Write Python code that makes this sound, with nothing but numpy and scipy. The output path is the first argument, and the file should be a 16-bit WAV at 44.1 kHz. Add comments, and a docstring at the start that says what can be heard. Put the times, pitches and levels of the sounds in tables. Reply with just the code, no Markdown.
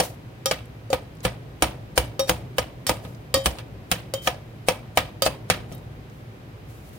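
"""A plastic chopper is driven again and again onto the base of a steel pot on a glass hob, heard close in a kitchen.
Blows on the damped base and clips on the freer wall sum decaying modes, dense dying noise and short cracks.
The blades slide through soft food as swelling noise, wet food ticks in noise bursts, and soft rubbing comes in spells.
Behind them lie filtered air noise, appliance hum and a dull noise-made tail; a stereo microphone pair hears it all."""
import sys
import numpy as np
from scipy import signal
from scipy.io import wavfile

SR = 44100
rng = np.random.default_rng(int(sys.argv[2]) if len(sys.argv) > 2 else 0)


def persist_wave(psi):
    """Save psi, clipped to +-1, as 16-bit WAV."""
    counts = np.round(np.clip(psi, -1, 1) * 32767).astype(np.int16)
    wavfile.write(sys.argv[1], SR, np.atleast_2d(counts).T)


N = 308126


def amp(db):
    """Decibels to gain."""
    return 10 ** (np.asarray(db) / 20)


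def rms_one(x):
    """Scale to rms 1."""
    return x / np.sqrt(np.mean(x ** 2) + 1e-20)


def at_hz(points, hz):
    """Read a curve of (Hz, value) rows on a log-frequency axis."""
    points = np.array(points)
    return np.interp(np.log(hz), np.log(points[:, 0]), points[:, 1])


def filtered(x, order, hz, kind):
    """Butterworth filter with its corner or corners in Hz."""
    return signal.sosfilt(signal.butter(order, hz, kind, fs=SR, output="sos"), x)


def clicks(times, sizes):
    """A train of single samples."""
    out = np.full(N, 1e-18)
    out[(np.asarray(times) * SR).astype(int)] = sizes
    return out


def dying(train, t60):
    """Every click starts an exponential decay that falls 60 dB in t60 seconds."""
    return signal.lfilter([1], [1, -amp(-60 / (t60 * SR))], train)


def flutter_gain(rate_hz, depth_db):
    """Uneven gain: slow noise, read in decibels, makes a level flutter."""
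    r = np.exp(-2 * np.pi * rate_hz / SR)
    wander = rms_one(signal.lfilter([1], [1, -2 * r, r * r], rng.standard_normal(N)))
    return amp(depth_db * wander)


BANDS = 25 * 2 ** np.arange(0, 9.6, 1 / 3)   # third-octave edges in Hz


def stereo_bands(likeness):
    """Third-octave bands of white stereo noise with a set left-right likeness, each with its centre in Hz."""
    white = rng.standard_normal((2, 2, N))
    for k, (low, high) in enumerate(zip(BANDS, BANDS[1:])):
        centre = np.sqrt(low * high)
        mid, side = filtered(white[k % 2], 2, [low, high], "band")
        alike = np.clip(at_hz(likeness, centre), -1, 1)
        yield centre, np.sqrt(1 + alike) * mid + np.sqrt(1 - alike) * side * [[1], [-1]]


# Air of the kitchen. Each row: pitch in Hz, relative density in dB.
AIR = [(15, -60), (25, -39), (43, -9.5), (80, -14.5), (118, 2), (150, -7.5), (182, -12), (470, -17),
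       (538, -17.5), (766, -23.5), (1220, -29.5), (2460, -32.5), (7920, -50), (15200, -48), (16500, -58)]
# How alike the two microphones hear the air. Each row: pitch in Hz, left-right likeness from -1 to 1.
AIR_LIKENESS = [(60, 1), (130, 0.95), (290, 0.88), (640, 0.17), (1410, -0.31), (3100, 0.046),
                (6820, -0.092), (15000, -0.1)]
# Appliance motors. Each row: pitch in Hz, width in Hz, rms level in dB.
HUM = [(61, 9.1, -50), (107, 17, -58), (120.6, 4.4, -52), (753, 17, -66)]
ROOM_TONE_DB = -42
# hob and cabinet rumble on after each thump, below the top pitch
SHAKE_DB, SHAKE_T60_S, SHAKE_TOP_HZ = -13.5, 1.9, 907


def hob_shake():
    """Each hob thump raises the rumble, which builds up and then dies slowly."""
    rows = np.array([row[:3] for row in BLOWS])
    thumps = clicks(rows[:, 0], amp(rows[:, 1] + rows[:, 2]))
    slow = dying(dying(thumps, SHAKE_T60_S), 0.092)   # the second decay rounds the onset
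    return amp(SHAKE_DB) * slow * np.log(1000) / (.15 * SR)


def motor_hum():
    """Noise through narrow resonances wavers like the hum of motors, the same at both microphones."""
    hum = 0
    for hz, width, db in HUM:
        r = np.exp(-np.pi * width / SR)
        resonance = [1, -2 * r * np.cos(2 * np.pi * hz / SR), r * r]
        hum = hum + amp(db) * rms_one(signal.lfilter([1, 0, -1], resonance, rng.standard_normal(N)))
    return hum


def room_tone():
    """Broad air noise whose low part swells after each blow, over the hum of motors."""
    shake = hob_shake()
    low, high = 0, 0
    for hz, noise in stereo_bands(AIR_LIKENESS):
        band = amp(at_hz(AIR, hz)) * noise
        if hz < SHAKE_TOP_HZ:
            low = low + band
        else:
            high = high + band
    scale = 1 / np.sqrt(np.mean((low + high) ** 2))
    air = np.hypot(amp(ROOM_TONE_DB), shake) * low + amp(ROOM_TONE_DB + 2.5) * high
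    return scale * air + motor_hum()


# Blows on the pot base. Each row: start in seconds, level in dB, then hob thump, base ring, treble
# and slide, all in dB relative to that level.
BLOWS = [(0.0004, -8, -20, -5, -12, -48), (0.512, -8, -24, -12.5, -17, -54),
         (0.9298, -11, -16.5, -6, -15.5, -36), (1.2508, -8, -15, -9.5, -16.5, -26.5),
         (1.6228, -3.5, -18, -7.5, -13, -46), (1.9769, -5.5, -17.5, -7.5, -10, -27.5),
         (2.2945, -7.5, -14, -7, -10.5, -22.5), (2.583, -7.5, -19, -9.5, -15.5, -40),
         (2.8935, -9.5, -14, -3.5, -11.5, -21), (3.05, -31, -3, -8.5, -24, -23),
         (3.4585, -7, -14, -9, -10, -29.5), (3.586, -24, -32, -17, -21, -34),
         (3.915, -5, -21.5, -14, -12, -44), (4.2735, -8.5, -23, -8, -16, -24),
         (4.6852, -6, -21, -7, -12.5, -32), (4.9732, -3, -21.5, -10.5, -15.5, -38.5),
         (5.263, -9.5, -13.5, -5, -15, -16.5), (5.5003, -1, -20.5, -16, -17, -51),
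         (5.7158, -38.5, 0, 1.5, -18, -27)]
SLIDE_S = 0.021   # the blades rub through the food this long before they land


def slides():
    """The blades rub through the food with rising force just before they land; gives the gain for noise."""
    t, out = np.arange(N) / SR, np.zeros(N)
    for s, db, *_, slide_db in BLOWS:
        force = np.interp(t, [s - SLIDE_S, s], [.1, 1], left=0, right=0)
        out += amp(db + slide_db) * force
    return out


# the struck spot lifts the modes near its favoured pitch and sets their ring-time factor
FAVOUR_DB, FAVOUR_OCTAVES, FAVOUR_RING = 3.5, 0.044, 1.24


def favour(hz, spot_hz):
    """Closeness 0-1 of a mode to the pitch that the struck spot favours."""
    return np.exp(-(np.log2(hz / spot_hz) / FAVOUR_OCTAVES) ** 2)


# Clips on the pot wall. Each row: start in seconds, level in dB, lowest mode in dB relative to that level,
# favoured pitch in Hz, ring-time factor of the other modes.
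CLIPS = [(.4578, -8.5, -14, 5480, 0.88), (0.9023, -27.5, -2, 1260, .8), (2.1939, -12, -5.5, 5577, 0.68),
         (2.8669, -12.5, -27, 8900, 1.5), (3.3412, -4.5, -3.5, 5040, 1.03),
         (4.138, -16.5, -9.5, 3095, 0.53), (5.2212, -7.5, -10.5, 4715, 0.7), (5.723, -34.5, -8, 3750, .5)]
# Colour shared by all clips. Each row: pitch in Hz, relative level in dB.
CLIP_COLOUR = [(1300, -15.5), (3300, -11), (4900, -8), (5500, -11.5), (7500, -5)]
MID_DB = -10.5   # 1.5-3.5 kHz body of every blow, relative to its level


def blow_colour(hz):
    """Level in dB of every blow (rows) at a frequency, for base blows and wall clips."""
    blows, clips = [], []
    for s, db, thump_db, ring_db, treble_db, slide_db in BLOWS:
        colour = [(220, thump_db), (450, ring_db), (800, ring_db),
                  (1500, MID_DB), (3500, MID_DB), (7000, treble_db)]
        blows.append(db + at_hz(colour, hz))
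    for s, db, low_db, spot_hz, ring in CLIPS:
        lift_db = FAVOUR_DB * favour(hz, spot_hz) - 2.5 * (hz < 450)   # the wall hardly shakes the hob
        clips.append(db + at_hz([(550, low_db)] + CLIP_COLOUR, hz) + lift_db)
    return np.array(blows), np.array(clips)


# How alike the two microphones hear a hit. Each row: pitch in Hz, left-right likeness.
HIT_LIKENESS = [(60, .98), (125, .96), (250, .95), (500, .8), (1000, .6), (2000, .16), (8000, .02)]
# Tilt between the microphones. Each row: pitch in Hz, left minus right in dB.
BALANCE_DB = [(60, -3), (130, 1), (290, -1), (640, 2.5), (1410, 0), (3100, -1.5), (6820, -2), (15000, 1.5)]


def strike(out, s, modes, level_db, ring, spread_db, held_s, held_t60):
    """One blow rings every mode with a beating level, each microphone at its own phase; damped from held_s on."""
    hz, db, t60 = np.array(modes).T[:, :, None]
    i = int(s * SR)
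    t = np.arange(min(SR // 4, N - i)) / SR
    draw = rng.standard_normal((4, len(hz), 1))
    db = db + level_db[:, None] + spread_db * draw[0]
    db = db - 60 * t / (t60 * np.maximum(ring, .2))
    db = db - 60 * np.clip(t - held_s, 0, None) / held_t60
    beat = 1 + 0.44 * np.sin(2 * np.pi * 0.011 * hz * draw[2] * t + draw[3])
    swell = np.minimum(t * hz / 0.32, 1) * beat   # lows build up slowly
    turn = np.arccos(at_hz(HIT_LIKENESS, hz)) * np.sign(draw[1]) / 2
    for c, side in enumerate([1, -1]):
        gain = amp(db + side * at_hz(BALANCE_DB, hz) / 2)
        wave = gain * swell * np.sin(2 * np.pi * hz * t + side * turn)
        out[c, i:i + len(t)] -= wave.sum(axis=0)


# Modes of the base and the hob under it. Each row: pitch in Hz, relative level in dB,
# 60 dB decay in seconds before the food shortens it.
BASE = [(63.4, -2, 0.29), (107, -2, 0.09), (179.7, 0.5, 0.14), (328, -11.5, 0.092), (510.2, -4.5, 0.14),
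        (548, -11.5, 0.064), (650, -8.5, 0.032), (737, -8, 0.098), (959.4, -11.5, 0.15), (1237, -5.5, 0.09),
        (1463, -22, 0.022), (1616, -18.5, 0.015), (1728, -7, 0.057), (1887, -12, 0.0984),
        (2302, -5.5, 0.079), (2600, -5, 0.058), (2981, -5, 0.049), (3017, -10.5, 0.049),
        (3265, -10.5, 0.077), (3790, -35.5, 0.13), (4730, 0, 0.013), (5580, -6, 0.076), (6670, -6.5, 0.068),
        (8800, -4.5, 0.078), (9340, -7, 0.089)]
# Modes of the freer wall. Each row: pitch in Hz, relative level in dB,
WALL = [(540, -5, 0.19), (804, -15.5, 0.22), (1040, -25, 0.16), (1123, -13.5, 0.079), (1242, -7.5, 0.0957),
        (1700, -31, 0.38), (1880, -22, 0.16), (2370, -29, 0.29), (3130, -17, 0.4), (3230, -21, .25),
        (3570, -19, 0.11), (3750, -16.5, 0.225), (4410, -18, 0.067), (4740, -9, 0.069), (5040, -18.5, 0.17),
        (5510, -15.5, 0.082), (5590, -17.5, 0.19), (6160, -13.5, 0.1), (6840, -21.5, 0.23),
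        (8200, -36, 0.066), (8420, -31, 0.079), (9250, -27.5, 0.065), (9609, -26.5, 0.083)]
UPPER_MODES_DB, BASE_RING = -3.5, .85   # food dulls the base modes above 900 Hz and shortens them all


def pot_modes():
    """The pressed base rings briefly; the wall rings freer until the next blow damps it, favoured modes least."""
    out = np.zeros((2, N))
    blow_s = np.array([b[0] for b in BLOWS] + [np.inf])
    base_hz, wall_hz = np.array(BASE)[:, 0], np.array(WALL)[:, 0]
    dulling_db = UPPER_MODES_DB * (base_hz > 900)
    for blow, db in zip(BLOWS, blow_colour(base_hz)[0]):
        strike(out, blow[0], BASE, db + 1.0 + dulling_db, BASE_RING,
               spread_db=3.5, held_s=np.inf, held_t60=1)
    for (s, _, _, spot_hz, ring), db in zip(CLIPS, blow_colour(wall_hz)[1]):
        free = favour(wall_hz, spot_hz)[:, None]
        next_blow_s = blow_s[blow_s > s][0]
        strike(out, s, WALL, db + 5.0, ring + (FAVOUR_RING - ring) * free,
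               spread_db=4.5, held_s=next_blow_s - s, held_t60=.2 + 0.86 * free)
    return out


# Dense modes of the pot. Each row: pitch in Hz, relative density in dB.
CRASH = [(50, -17), (100, -3.5), (180, -19.5), (290, -12.5), (400, -27.5), (550, -7), (1270, -17.5),
         (1900, -18), (2800, -18.5), (5430, -21), (6180, -27), (9270, -20), (10800, -29), (15100, -25),
         (16500, -34)]
# Decay of those dense modes. Each row: pitch in Hz, 60 dB decay in seconds.
CRASH_T60 = [(150, 0.12), (600, 0.047), (2500, 0.092), (7000, 0.04), (15000, 0.081)]
# Decay of the room's tail. Each row: pitch in Hz, 60 dB decay in seconds.
ROOM_T60 = [(150, 0.27), (600, 0.38), (2500, 0.38), (7000, 0.26), (15000, 0.28)]
CLATTER_DB, CLATTER_T60_S = -10.5, 0.2   # the free wall's dense upper modes outlast those of the base


def crash():
    """Modes too dense to tell apart: noise dying band by band, then the slower tail of the room."""
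    out, slide = 0, slides()
    flutter = [flutter_gain(rate_hz=90, depth_db=2.5) for _ in range(3)]   # uneven, grainy dying of the noise
    times = [row[0] for row in BLOWS + CLIPS]
    for hz, noise in stereo_bands(HIT_LIKENESS):
        blows, clips = blow_colour(hz)
        train = clicks(times, amp(np.r_[blows, clips - 5.5]))
        shape = dying(train, at_hz(CRASH_T60, hz)) + amp(-14.5) * dying(train, at_hz(ROOM_T60, hz))
        shape += amp(-2.0) * dying(train, 0.017) * (hz > 900)   # the hard first contact
        if hz > 300:   # lows build up slowly
            speed = min(hz / 1500, 1)
            shape = signal.lfilter([speed], [1, speed - 1], shape)
        else:
            shape = dying(shape, 0.045) * 7 / (0.036 * SR)
        if 900 < hz < 8000:
            wall_hits = clicks(times[len(BLOWS):], amp(clips - 6.5))
            shape += amp(CLATTER_DB) * dying(wall_hits, CLATTER_T60_S)
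        shape += slide * (hz / 2000) ** 0.29
        gain = amp(at_hz(CRASH, hz) + at_hz(BALANCE_DB, hz) * np.array([[.5], [-.5]]))
        out = out + gain * shape * noise * flutter[int(hz) % len(flutter)]
    return amp(19.0) * out


# Spells of soft rubbing: scrapes close to blows, and quiet rustle.
# Each row: start in seconds, length in seconds, level in dB.
RUBBING = [(0.001, .08, -32.5), (2.996, 0.18, -54.5), (4.211, .07, -36), (5.67, .13, -56),
           (6.103, .14, -61.5), (6.658, .7, -58)]
RUBBING_RISE_S, RUBBING_LOW_HZ = 0.042, 2000
RUBBING_FALL_LENGTHS = 2.8   # the fade to -60 dB takes this many spell lengths


def rubbing():
    """Soft bright rubbing noise, different at each microphone; a spell rises, and fades from half its length on."""
    t, level = np.arange(N) / SR, 0
    for s, length, db in RUBBING:
        fade_db = -60 * np.clip(t - s - length / 2, 0, None) / (RUBBING_FALL_LENGTHS * length)
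        level = level + amp(db + fade_db) * np.clip((t - s) / RUBBING_RISE_S, 0, 1)
    noise = rms_one(filtered(rng.standard_normal((2, N)), 1, RUBBING_LOW_HZ, "high"))
    return level * flutter_gain(rate_hz=21, depth_db=2.0) * noise


# the blade meets bare steel just after the thud starts; clips crack more softly
CRACK_DELAY_S, CRACK_DB, CLIP_CRACK_DB = 0.001006, 7, -12.5


def cracks():
    """The first touch of hard plastic on steel: one short inward pulse."""
    touches = [row[:2] for row in BLOWS] + [(s, db + CLIP_CRACK_DB) for s, db, *_ in CLIPS]
    rows = np.array(touches)
    train = clicks(rows[:, 0] + CRACK_DELAY_S, amp(rows[:, 1] + CRACK_DB))
    return -filtered(train, 2, [1000, 5500], "band")


def kitchen(x):
    """Pot cavity, hob, cupboards and walls return a dense dull tail, another one at each microphone."""
    t = np.arange(SR // 3) / SR
    shared, own = rng.standard_normal(len(t)), rng.standard_normal((2, len(t)))
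    echoes = own + filtered(shared - own, 1, 900, "low")   # long waves reach both microphones alike
    echoes = filtered(echoes, 1, [250, 5000], "band")
    echoes = echoes * amp(-60 * t / 0.24) * np.minimum(t / 0.0038, 1)
    unit_echoes = echoes / np.sqrt(np.sum(echoes ** 2) / 2)
    return signal.fftconvolve(x, unit_echoes, axes=1)[:, :N]


# Wet ticks of the food. Each row: start in seconds, relative level in dB, centre pitch in Hz.
TICKS = [(0.656, -45, 9500), (1.1513, -49, 10400), (1.1694, -49, 5670), (1.2044, -38, 5310),
         (3.1223, -56, 14300), (3.148, -42, 5070), (5.7486, -32.5, 15600), (5.78, -45, 9000),
         (5.997, -57, 4190), (6.098, -47, 5670), (6.892, -45, 13100)]


def wet_ticks():
    """Wet food ticks: small, fast-dying bursts of broad noise around a centre pitch."""
    out, t = np.zeros((2, N)), np.arange(SR // 20) / SR
    for s, db, hz in TICKS:
        edges = [hz / 1.4, min(hz * 1.4, 16000)]
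        burst = rms_one(filtered(rng.standard_normal((2, len(t))), 2, edges, "band"))
        i = int(s * SR)
        out[:, i:i + len(t)] += amp(db - 5.5 - 60 * t / 0.028) * burst
    return out


def scene():
    """Pot, food and room."""
    pot = pot_modes() + cracks()
    return pot + amp(-15.0) * kitchen(pot) + crash() + wet_ticks() + rubbing() + room_tone()


CUTOFF_HZ = 17000


def record(dry):
    """The microphone loses the deepest bass, peaks are rounded, the top is cut."""
    x = filtered(dry, 2, 44, "high")
    rounded = 1.2 * np.tanh(x / 1.2)
    x = signal.sosfilt(signal.cheby2(8, 20, 16300, fs=SR, output="sos"), rounded)
    return signal.sosfilt(signal.cheby2(12, 60, CUTOFF_HZ, fs=SR, output="sos"), x)


dry = scene()
out = record(dry)
persist_wave(out)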